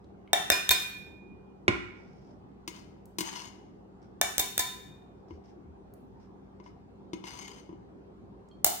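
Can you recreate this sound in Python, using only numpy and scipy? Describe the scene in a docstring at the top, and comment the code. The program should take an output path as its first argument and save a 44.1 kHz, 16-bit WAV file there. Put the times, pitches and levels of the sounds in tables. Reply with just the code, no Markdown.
"""Sharp knife taps on an upturned metal measuring cup, emptying its flour into a bowl: crack, rebound,
blade and rim ringing on. Between tap groups the cup digs into a flour jar; on the left the knife
knocks it and scrapes it level, stick-slip on the rim plus the hiss of sheared flour. Faint sleeve
rustle, ticks, a clink, counter bumps. Quiet, hard kitchen with fridge hum; two spaced microphones."""
import sys
import numpy as np
from scipy import signal
from scipy.fft import rfft, irfft
from scipy.io import wavfile
from scipy.ndimage import uniform_filter1d

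SR = 44100
rng = np.random.default_rng(int(sys.argv[2]) if len(sys.argv) > 2 else 0)


def output_pcm(signal):
    """Save a mono or channel-first signal as 16-bit PCM at the path in sys.argv[1].

    Samples are clipped to [-1, 1] before scaling.
    """
    pcm = np.clip(np.atleast_2d(signal).T, -1, 1) * 32767
    wavfile.write(sys.argv[1], SR, np.round(pcm).astype(np.int16))


N = 388080

# knife on cup: t/s, blow/dB, clinging flour/dB, rim/dB, tilt/(dB/oct), free ring/dB, bending/dB,
# rebound delay/s, rebound/dB
KNIFE_TAPS = [(0.3318, -18.5, 10.5, 5.5, -0.5, -63.5, -10, 0.029, -29),
              (0.5016, -11.5, 1.5, 0, -0.7, -30, -13, 0.016, -8.5),
              (0.692, -13, -8, 6, 1, -28, -7, 0.015, 0.5),
              (4.2137, -15, 2.5, -0.5, -1, -61, 4, 0.017, -17.5),
              (4.3811, -20, 1.5, 1, 2.5, -54, 9, .012, 1),
              (4.5788, -21, 1.5, 2, 2.2, -50.5, 13.5, 0.013, 1.5),
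              (8.645, -17, 8.5, -16, 5, -70, -5, 0.017, -6.5)]
# centres of the flour-laden, bottom, rim, wall and edge modes: f/Hz
CUP_REGIONS_HZ = [700, 1600, 3600, 7000, 13000]
# modes: f/Hz, level/dB, nominal t60/s, left-right/dB
EMPTY_CUP_MODES = [(447, -12.5, 0.024, 0.5), (626, -10.5, 0.025, 2), (715.2, -3, 0.027, 0),
                   (1553, -11, 0.04, 1.5), (1762, -6.5, 0.068, 3.5), (2281, -14.5, 0.12, 0.5),
                   (3618, -3, 0.084, 2), (5500, -2.5, 0.012, 7), (6840, 8, 0.0055, -1.5),
                   (8850, -10, 0.04, -8.5), (12955, -7.5, 0.057, 0.5), (14000, 0, 0.0056, -2.5)]
FREE_METAL_MODES = [(1006, 0, .42, 0), (2438, -5, 1., -4), (3661, 1, .5, 0), (4327, -1, .45, -2),
                    (5098, -11, .35, -3)]  # blade and cup rim ringing on after the rebound
JAR_MODES = [(108, -10, 0.097, -1.5), (193.3, -9.5, .08, 3), (277, -14, 0.1, 4.5), (351, 0.5, 0.045, -1.5),
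             (1016, -9.5, 0.04, -3.5), (1720, -23, 0.034, 8), (2230, 0.5, 0.02, -9.5), (2892, -7, .03, 4.5),
             ]  # jar and shelf
FULL_CUP_MODES = [(192, 1.5, 0.086, 0), (328.3, 11, 0.049, 1.5), (971, -3.5, 0.049, 14.5),
                  (1063, -1.5, 0.033, -0.5), (2127, -3, 0.066, 7), (2953, 1.5, 0.034, 9.5),
                  (4425, -14.5, 0.073, 24), (5097, 2, 0.037, 8), (5960, -3, 0.049, 12.5),
                  (6470, -4.5, 0.081, 10.5), (13300, -19, 0.048, -14)]  # first two rows: thud
CLINK_MODES = [(3205, -4.5, 0.14, 0.005), (4323, -7, 0.079, 0)]
# bending per free metal mode: weight/1
BENDING_WEIGHTS = [1.3, -0.19, 1.5, .8, -0.75]
# contacts: t/s, level/dB
JAR_STRIKES = [(1.68, -11.5)]
RIM_SNAGS = [(2.784, -55), (3.288, -31.5), (3.335, -39), (3.355, -32), (3.385, -39.5), (7.268, -40),
             (7.306, -49), (7.389, -43), (7.478, -41), (7.579, -63)]
METAL_CLINKS = [(8.513, -56.5)]
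# knife on heaped cup: t/s, thud/dB, ring/dB
CUP_KNOCKS = [(2.677, -43, -40.5), (3.185, -37, -36), (3.207, -34, -36.5), (5.307, -44.5, -63),
              (6.6, -50, -65), (6.662, -62, -62.5), (7.133, -34.5, -47), (7.24, -45.5, -50),
              (7.692, -42, -68.5), (7.727, -46, -70)]
# blade over rim: start/s, release/s, level/dB
RIM_SCRAPES = [(2.73, 2.79, -52.5), (3.22, 3.47, -42), (7.24, 7.59, -46)]
# hand and sleeve: t/s, length/s, level/dB
SLEEVE_MOVES = [(1.95, 0.38, -74), (4.013, 0.038, -76), (5.278, 0.07, -73.5), (5.437, 0.061, -72.5),
                (6.196, 0.049, -75.5), (6.633, 0.049, -69.5)]
# small impacts: t/s, level/dB, f/Hz
DRY_TICKS = [(0.043, -49, 4530), (0.276, -37, 2220), (2.516, -62, 3010), (2.547, -65.5, 3010),
             (3.056, -40, 12000), (4.028, -53.5, 5520), (5.9376, -40.5, 13330), (8.487, -52, 7440)]
COUNTER_BUMPS = [(1.079, -46, 75), (1.72, -36, 65.3), (5.312, -38, 77.4), (5.652, -42, 75)]
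# noise spectra: f/Hz, relative density/dB
FLOUR_SPECTRUM = [(290, -47), (500, -29), (855, -8), (1230, -12.5), (2980, -10.5), (5090, -15.5),
                  (12900, -28.5), (16000, -74)]
CLOTH_SPECTRUM = [(880, -42), (1500, -10), (4160, -19.5), (5330, -9), (7170, -26), (13300, -40),
                  (16000, -37)]
RUMBLE_SPECTRUM = [(24, -38), (40, -11), (167, -3), (382, -4.5), (630, -16.5), (751, -12), (1950, -34),
                   (6020, -48), (11300, -58), (14500, -54.5), (16000, -63)]
# rumble between microphones: f/Hz, correlation/1
RUMBLE_COHERENCE = [(60, 1), (380, 0.27), (2380, -0.32), (15000, -0.082)]
# fridge tones: f/Hz, rms level/dB
FRIDGE_TONES = [(59.2, -65), (96.9, -69.5), (193.8, -61.5), (393.0, -66)]
# room decay: f/Hz, t60/s
ROOM_T60 = [(200, 0.98), (530, 0.3), (1390, 0.71), (3680, 0.61), (9700, 0.49)]
# microphone pair, mid and side response: f/Hz, gain/dB
MID_RESPONSE = [(9800, 0.5), (10600, -8), (12000, -13), (12600, -2.5)]
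SIDE_RESPONSE = [(12000, 1.5), (12800, -7)]

CRACK_T60_S, CUSHION_DB_PER_DB = 0.00886, 0.71  # base decay; clinging flour lengthens it
REBOUND_DAMPING = 2.8  # a springing blade lingers and damps the cup
JOLT_DB, JOLT_DB_PER_DB = -12, 0.54  # more rebound, more jolt
GRIP_S = 0.99  # grip has stilled the ring by then
FLAT_RING_DB, TILT_PER_OCT = -34, 0.32  # harder knocks are brighter
SLIPS_PER_S, SMOOTH_HISS_GAIN = 1500, 1.3
PRESS_DAMPING, ROAM_SHARE = 1.6, 0.016  # pressing blade damps and detunes the cup
OVERLOAD_FS, BAND_LIMIT_HZ = 0.9, 16500


def knife_taps():
    """Crack, damped cup modes, counter jolt; blade and cup rim ring on after the rebound."""
    rings, cracks, close = np.zeros((3, 2, N))
    mode_hz = np.transpose(EMPTY_CUP_MODES)[0]
    grip = np.cos(np.pi / 2 * np.minimum(np.arange(SR) / SR / GRIP_S, 1) ** 4)
    for s, blow_db, flour_db, rim_db, tilt_db_oct, free_db, bend_db, delay_s, rebound_db in KNIFE_TAPS:
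        region_db = blow_db + tilt_db_oct * np.log2(np.divide(CUP_REGIONS_HZ, CUP_REGIONS_HZ[2]))
        region_db[[0, 2]] = blow_db + flour_db, blow_db + rim_db
        colour = np.transpose([CUP_REGIONS_HZ, region_db])
        mode_db = at_hz(colour, mode_hz)
        crack_colour = [(400, region_db[1] - 9.5), *colour[[1, 3, 4]]]  # small cup: little bass
        damping = 1 + REBOUND_DAMPING * gain(rebound_db)
        add(rings, s, gain(-1) * ring(EMPTY_CUP_MODES, mode_db, damping))
        add(cracks, s, gain(10) * crack(crack_colour, CRACK_T60_S * gain(CUSHION_DB_PER_DB * flour_db)))
        skid = rng.standard_normal((1, 300)) * np.hanning(300) / 10
        rebound = signal.oaconvolve(ring(EMPTY_CUP_MODES, mode_db), skid, axes=1)
        add(rings, s + delay_s, gain(rebound_db - 4.5) * rebound)
        add(cracks, s + delay_s, gain(rebound_db - 2) * crack(crack_colour, t60_s=0.12))
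        for mode, weight in zip(FREE_METAL_MODES, BENDING_WEIGHTS):
            turning_db = 3.5 * wander(1500, samples=SR)  # metal turns in the hand
            free_ring = ring([mode], bend_db * weight, samples=SR)
            add(close, s + delay_s, gain(free_db + turning_db) * grip * free_ring)
        jolt_db = blow_db + JOLT_DB + JOLT_DB_PER_DB * rebound_db
        add(close, s, gain(jolt_db) * bump(hz=75, t60_s=0.1))
    return delay_left(rings, samples=3) + delay_left(cracks, samples=6), close


def jar_plunge():
    """The digging cup strikes the jar; jar and shelf ring."""
    out = np.zeros((2, N))
    colour = [(300, 5.5), (2500, 9), (8000, -11.5), (16000, -30)]
    for s, blow_db in JAR_STRIKES:
        add(out, s, gain(blow_db) * (ring(JAR_MODES) + crack(colour, t60_s=0.035)))
    return delay_left(out, samples=13)


def cup_knocks():
    """Knife on the heaped cup: dull thud, metal ring, crack."""
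    out, hz = np.zeros((2, N)), np.transpose(FULL_CUP_MODES)[0]
    for s, thud_db, ring_db in CUP_KNOCKS:
        tilt_db_oct = TILT_PER_OCT * (ring_db - FLAT_RING_DB)
        mode_db = np.where(hz < 600, thud_db, ring_db + tilt_db_oct * np.log2(hz / 3000))
        add(out, s, ring(FULL_CUP_MODES, mode_db))
        colour = [(500, -6.5), (2800, 6.5), (16000, 5.1 * tilt_db_oct + 6.5)]
        add(out, s, gain(ring_db) * gain([[11.5], [4.5]]) * crack(colour, t60_s=0.066))
    return delay_left(out, samples=-15)


def rim_scrape():
    """Uneven slips and snags ring the full cup; sheared flour hisses."""
    slip_db = 6.5 * np.minimum(rng.exponential(1, N), 3)
    slips = gain(slip_db) * (rng.random(N) < SLIPS_PER_S / SR) * rng.choice([-1, 1], N)
    snag_rows = [(s, s, db) for s, db in RIM_SNAGS]
    snags = envelope(snag_rows, attack_s=0.002, ease_db_s=0, release_db_s=60 / 0.031)
    strokes = envelope(RIM_SCRAPES, attack_s=0.023, ease_db_s=35.5, release_db_s=320)
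    push = strokes * gain(2.2 * wander(350)) + snags
    body = sum(rubbed_mode(unit_rms(slips) * push, *mode) for mode in FULL_CUP_MODES[2:])
    shear = slips + SMOOTH_HISS_GAIN * rng.standard_normal((2, N))
    hiss = coloured(shear, FLOUR_SPECTRUM) * gain([[-4.5], [-9]])
    return delay_left(gain(-29.5) * body + hiss * push, samples=-15)


def rubbed_mode(force, hz, db, t60_s, side_db):
    """Driven mode; pitch and strength roam with the contact point."""
    phasor = np.exp(2j * np.pi * np.cumsum(hz * (1 + ROAM_SHARE * wander(2500))) / SR)
    drive = force * gain(db + 3.5 * wander(2500)) / phasor + 1e-18
    pole = gain(-60 * PRESS_DAMPING / t60_s / SR)
    wave = (phasor * signal.lfilter([1], [1, -pole], drive)).real
    return wave * gain([[side_db / 2], [-side_db / 2]])


def sleeve_rustle():
    """Grainy cloth noise in short gestures."""
    grains = rng.standard_normal((2, N)) * gain(2 * flutter(150))
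    moves = [(s, s + length_s, db) for s, length_s, db in SLEEVE_MOVES]
    motion = envelope(moves, attack_s=0.0062, ease_db_s=2.5, release_db_s=247.5)
    return coloured(grains, CLOTH_SPECTRUM) * motion


def ticks_and_clink():
    """Faint dry contacts and a light metal ring."""
    out = np.zeros((2, N))
    for s, db, hz in DRY_TICKS:
        add(out, s, gain(db) * crack([(hz / 4, -24), (hz, 0), (hz * 3, -34)], t60_s=0.02))
    for s, db in METAL_CLINKS:
        add(out, s, gain(db) * ring(CLINK_MODES))
    return out


def counter_bumps():
    """Soft thumps carried by the counter."""
    out = np.zeros((2, N))
    for s, db, hz in COUNTER_BUMPS:
        add(out, s, gain(db) * bump(hz, t60_s=0.3))
    return out


def kitchen_reverb(x, gap_s=0.006):
    """Sparse random-sign reflections; each band decays at its own rate."""
    echoes = np.zeros((2, SR))
    arrivals = np.arange(0, SR - 20, 20) + rng.integers(0, 20, (2, (SR - 1) // 20))
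    np.put_along_axis(echoes, arrivals, rng.choice([-1., 1.], arrivals.shape), 1)
    hz, t, bands = signal.stft(echoes, SR, nperseg=256)
    decay_db = -60 * t / at_hz(ROOM_T60, hz)[:, None]
    colour_db = at_hz([(120, -13.5), (400, -0.5), (15000, -9)], hz)[:, None]
    tail = signal.istft(bands * gain(decay_db + colour_db), SR, nperseg=256)[1]
    tail = np.pad(tail / np.linalg.norm(tail[0]), ((0, 0), (round(gap_s * SR), 0)))
    return signal.fftconvolve(x, tail, axes=1)[:, :N]


def room_rumble(rms_db=-53.5):
    """Low noise in drifting patches, partly coherent between the microphones."""
    frames, hz = N // 512 + 5, np.fft.rfftfreq(2048, 1 / SR)
    left_re, left_im, other_re, other_im, patches = rng.standard_normal((frames, 1025, 5)).T
    patches = unit_rms(uniform_filter1d(uniform_filter1d(patches, 10, axis=0), 6, axis=1))
    coherence = np.clip(at_hz(RUMBLE_COHERENCE, hz), -1, 1)[:, None]
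    left = left_re + 1j * left_im
    right = coherence * left + np.sqrt(1 - coherence ** 2) * (other_re + 1j * other_im)
    bands = np.array([left, right]) * gain(at_hz(RUMBLE_SPECTRUM, hz)[:, None] + 2.2 * patches)
    return gain(rms_db) * unit_rms(signal.istft(bands, nperseg=2048, noverlap=1536)[1][:, :N])


def fridge_hum():
    """Low tones wavering in phase and level."""
    out, t = np.zeros(N), np.arange(N) / SR
    for hz, db in FRIDGE_TONES:
        drift_rad, waver_db = 0.25 * flutter(4000), 0.38 * flutter(4000)
        out += np.sqrt(2) * gain(db + waver_db) * np.sin(2 * np.pi * hz * t + drift_rad)
    return out


def ring(modes, extra_db=0., damping=0.93, samples=SR // 4):
    """Struck modes: panned decaying sines, strengths scattered per blow."""
    hz, db, t60_s, side_db = np.transpose(modes)[:, :, None]
    t = np.arange(samples) / SR
    db = db + np.reshape(extra_db, (-1, 1)) + 1.5 * rng.standard_normal(db.shape)
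    waves = gain(db - 60 * damping * t / t60_s) * np.sin(2 * np.pi * hz * t)
    waves *= 1 - np.exp(-t * hz * 1.7)  # about one cycle to swell
    return np.array([(waves * gain(side * side_db / 2)).sum(0) for side in (1, -1)])


def crack(colour, t60_s):
    """Contact burst: dense brief modes as decaying noise; minimum phase keeps the attack sharp."""
    burst = np.zeros(SR // 4)
    burst[:2000] = np.tanh(rng.standard_normal(2000)) * gain(-60 * np.arange(2000) / SR / t60_s)
    magnitude = gain(np.maximum(at_hz(colour, np.fft.rfftfreq(1024, 1 / SR)), -80))
    log_magnitude = np.log(np.r_[magnitude, magnitude[-2:0:-1]])
    impulse = np.fft.ifft(np.exp(log_magnitude - 1j * signal.hilbert(log_magnitude).imag)).real
    return np.tile(signal.oaconvolve(burst, impulse)[:len(burst)], (2, 1))


def bump(hz, t60_s):
    """Low push: swells for a cycle, then decays."""
    t = np.arange(SR // 3) / SR
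    swell = 1 - np.exp(-t * hz * 1.1)
    return np.tile(np.sin(2 * np.pi * hz * t) * swell * gain(-60 * t / t60_s), (2, 1))


def envelope(rows, attack_s, ease_db_s, release_db_s):
    """Gestures (start/s, end/s, level/dB): rise, ease off while held, die away."""
    t, out = np.arange(N) / SR, np.zeros(N)
    for start_s, end_s, db in rows:
        attack = np.clip((t - start_s) / attack_s, 0, 1)
        held_s, released_s = np.clip(t - start_s, 0, end_s - start_s), np.maximum(t - end_s, 0)
        out += attack * gain(db - ease_db_s * held_s - release_db_s * released_s)
    return out


def flutter(width):
    """Noise averaged over width samples, rms 1."""
    return unit_rms(uniform_filter1d(rng.standard_normal(N), width))


def wander(width, samples=N):
    """Noise averaged twice over width samples, rms 1."""
    return unit_rms(uniform_filter1d(uniform_filter1d(rng.standard_normal(samples), width), width))


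def coloured(x, spectrum):
    """Shapes x by a spectrum, rms 1."""
    return unit_rms(irfft(rfft(x) * gain(at_hz(spectrum, np.fft.rfftfreq(N, 1 / SR))), N))


def at_hz(points, hz):
    """Interpolates on a log frequency axis."""
    point_hz, values = np.transpose(points)
    return np.interp(np.log(hz + 1), np.log(point_hz + 1), values)


def gain(db):
    return 10 ** (np.asarray(db) / 20)


def unit_rms(x):
    return x / np.sqrt(np.mean(x ** 2) + 1e-20)


def delay_left(x, samples):
    return np.array([np.roll(x[0], samples), x[1]])


def add(mix, s, sound):
    part = mix[:, round(s * SR):][:, :sound.shape[1]]
    part += sound[:, :part.shape[1]]


def scene():
    """Near sources, their reverb, background."""
    cup, ring_and_jolt = knife_taps()
    handling = sleeve_rustle() + counter_bumps()
    ticks = ticks_and_clink()
    filling = jar_plunge() + cup_knocks() + rim_scrape()
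    direct = cup + ring_and_jolt + filling + ticks + handling
    send = gain(-5) * (cup + ticks) + gain(-13.5) * ring_and_jolt + gain(-9.5) * filling
    return direct + kitchen_reverb(send) + room_rumble() + fridge_hum()


def record(dry):
    """Microphone pair's treble response, 48 Hz high-pass, soft overload, band limit."""
    hz = np.linspace(0, SR / 2, 257)
    mid_fir = signal.firwin2(301, hz, gain(at_hz(MID_RESPONSE, hz)), fs=SR)
    side_fir = signal.firwin2(301, hz, gain(at_hz(SIDE_RESPONSE, hz)), fs=SR)
    mid = signal.oaconvolve((dry[0] + dry[1]) / 2, mid_fir, "same")
    side = signal.oaconvolve((dry[0] - dry[1]) / 2, side_fir, "same")
    highpassed = signal.lfilter(*signal.butter(3, 48, "high", fs=SR), [mid + side, mid - side])
    saturated = OVERLOAD_FS * np.tanh(highpassed / OVERLOAD_FS)
    lowpass = signal.firwin(255, BAND_LIMIT_HZ, window=("kaiser", 9), fs=SR)
    return signal.oaconvolve(saturated, lowpass[None], "same")


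dry = scene()
out = record(dry)
output_pcm(out)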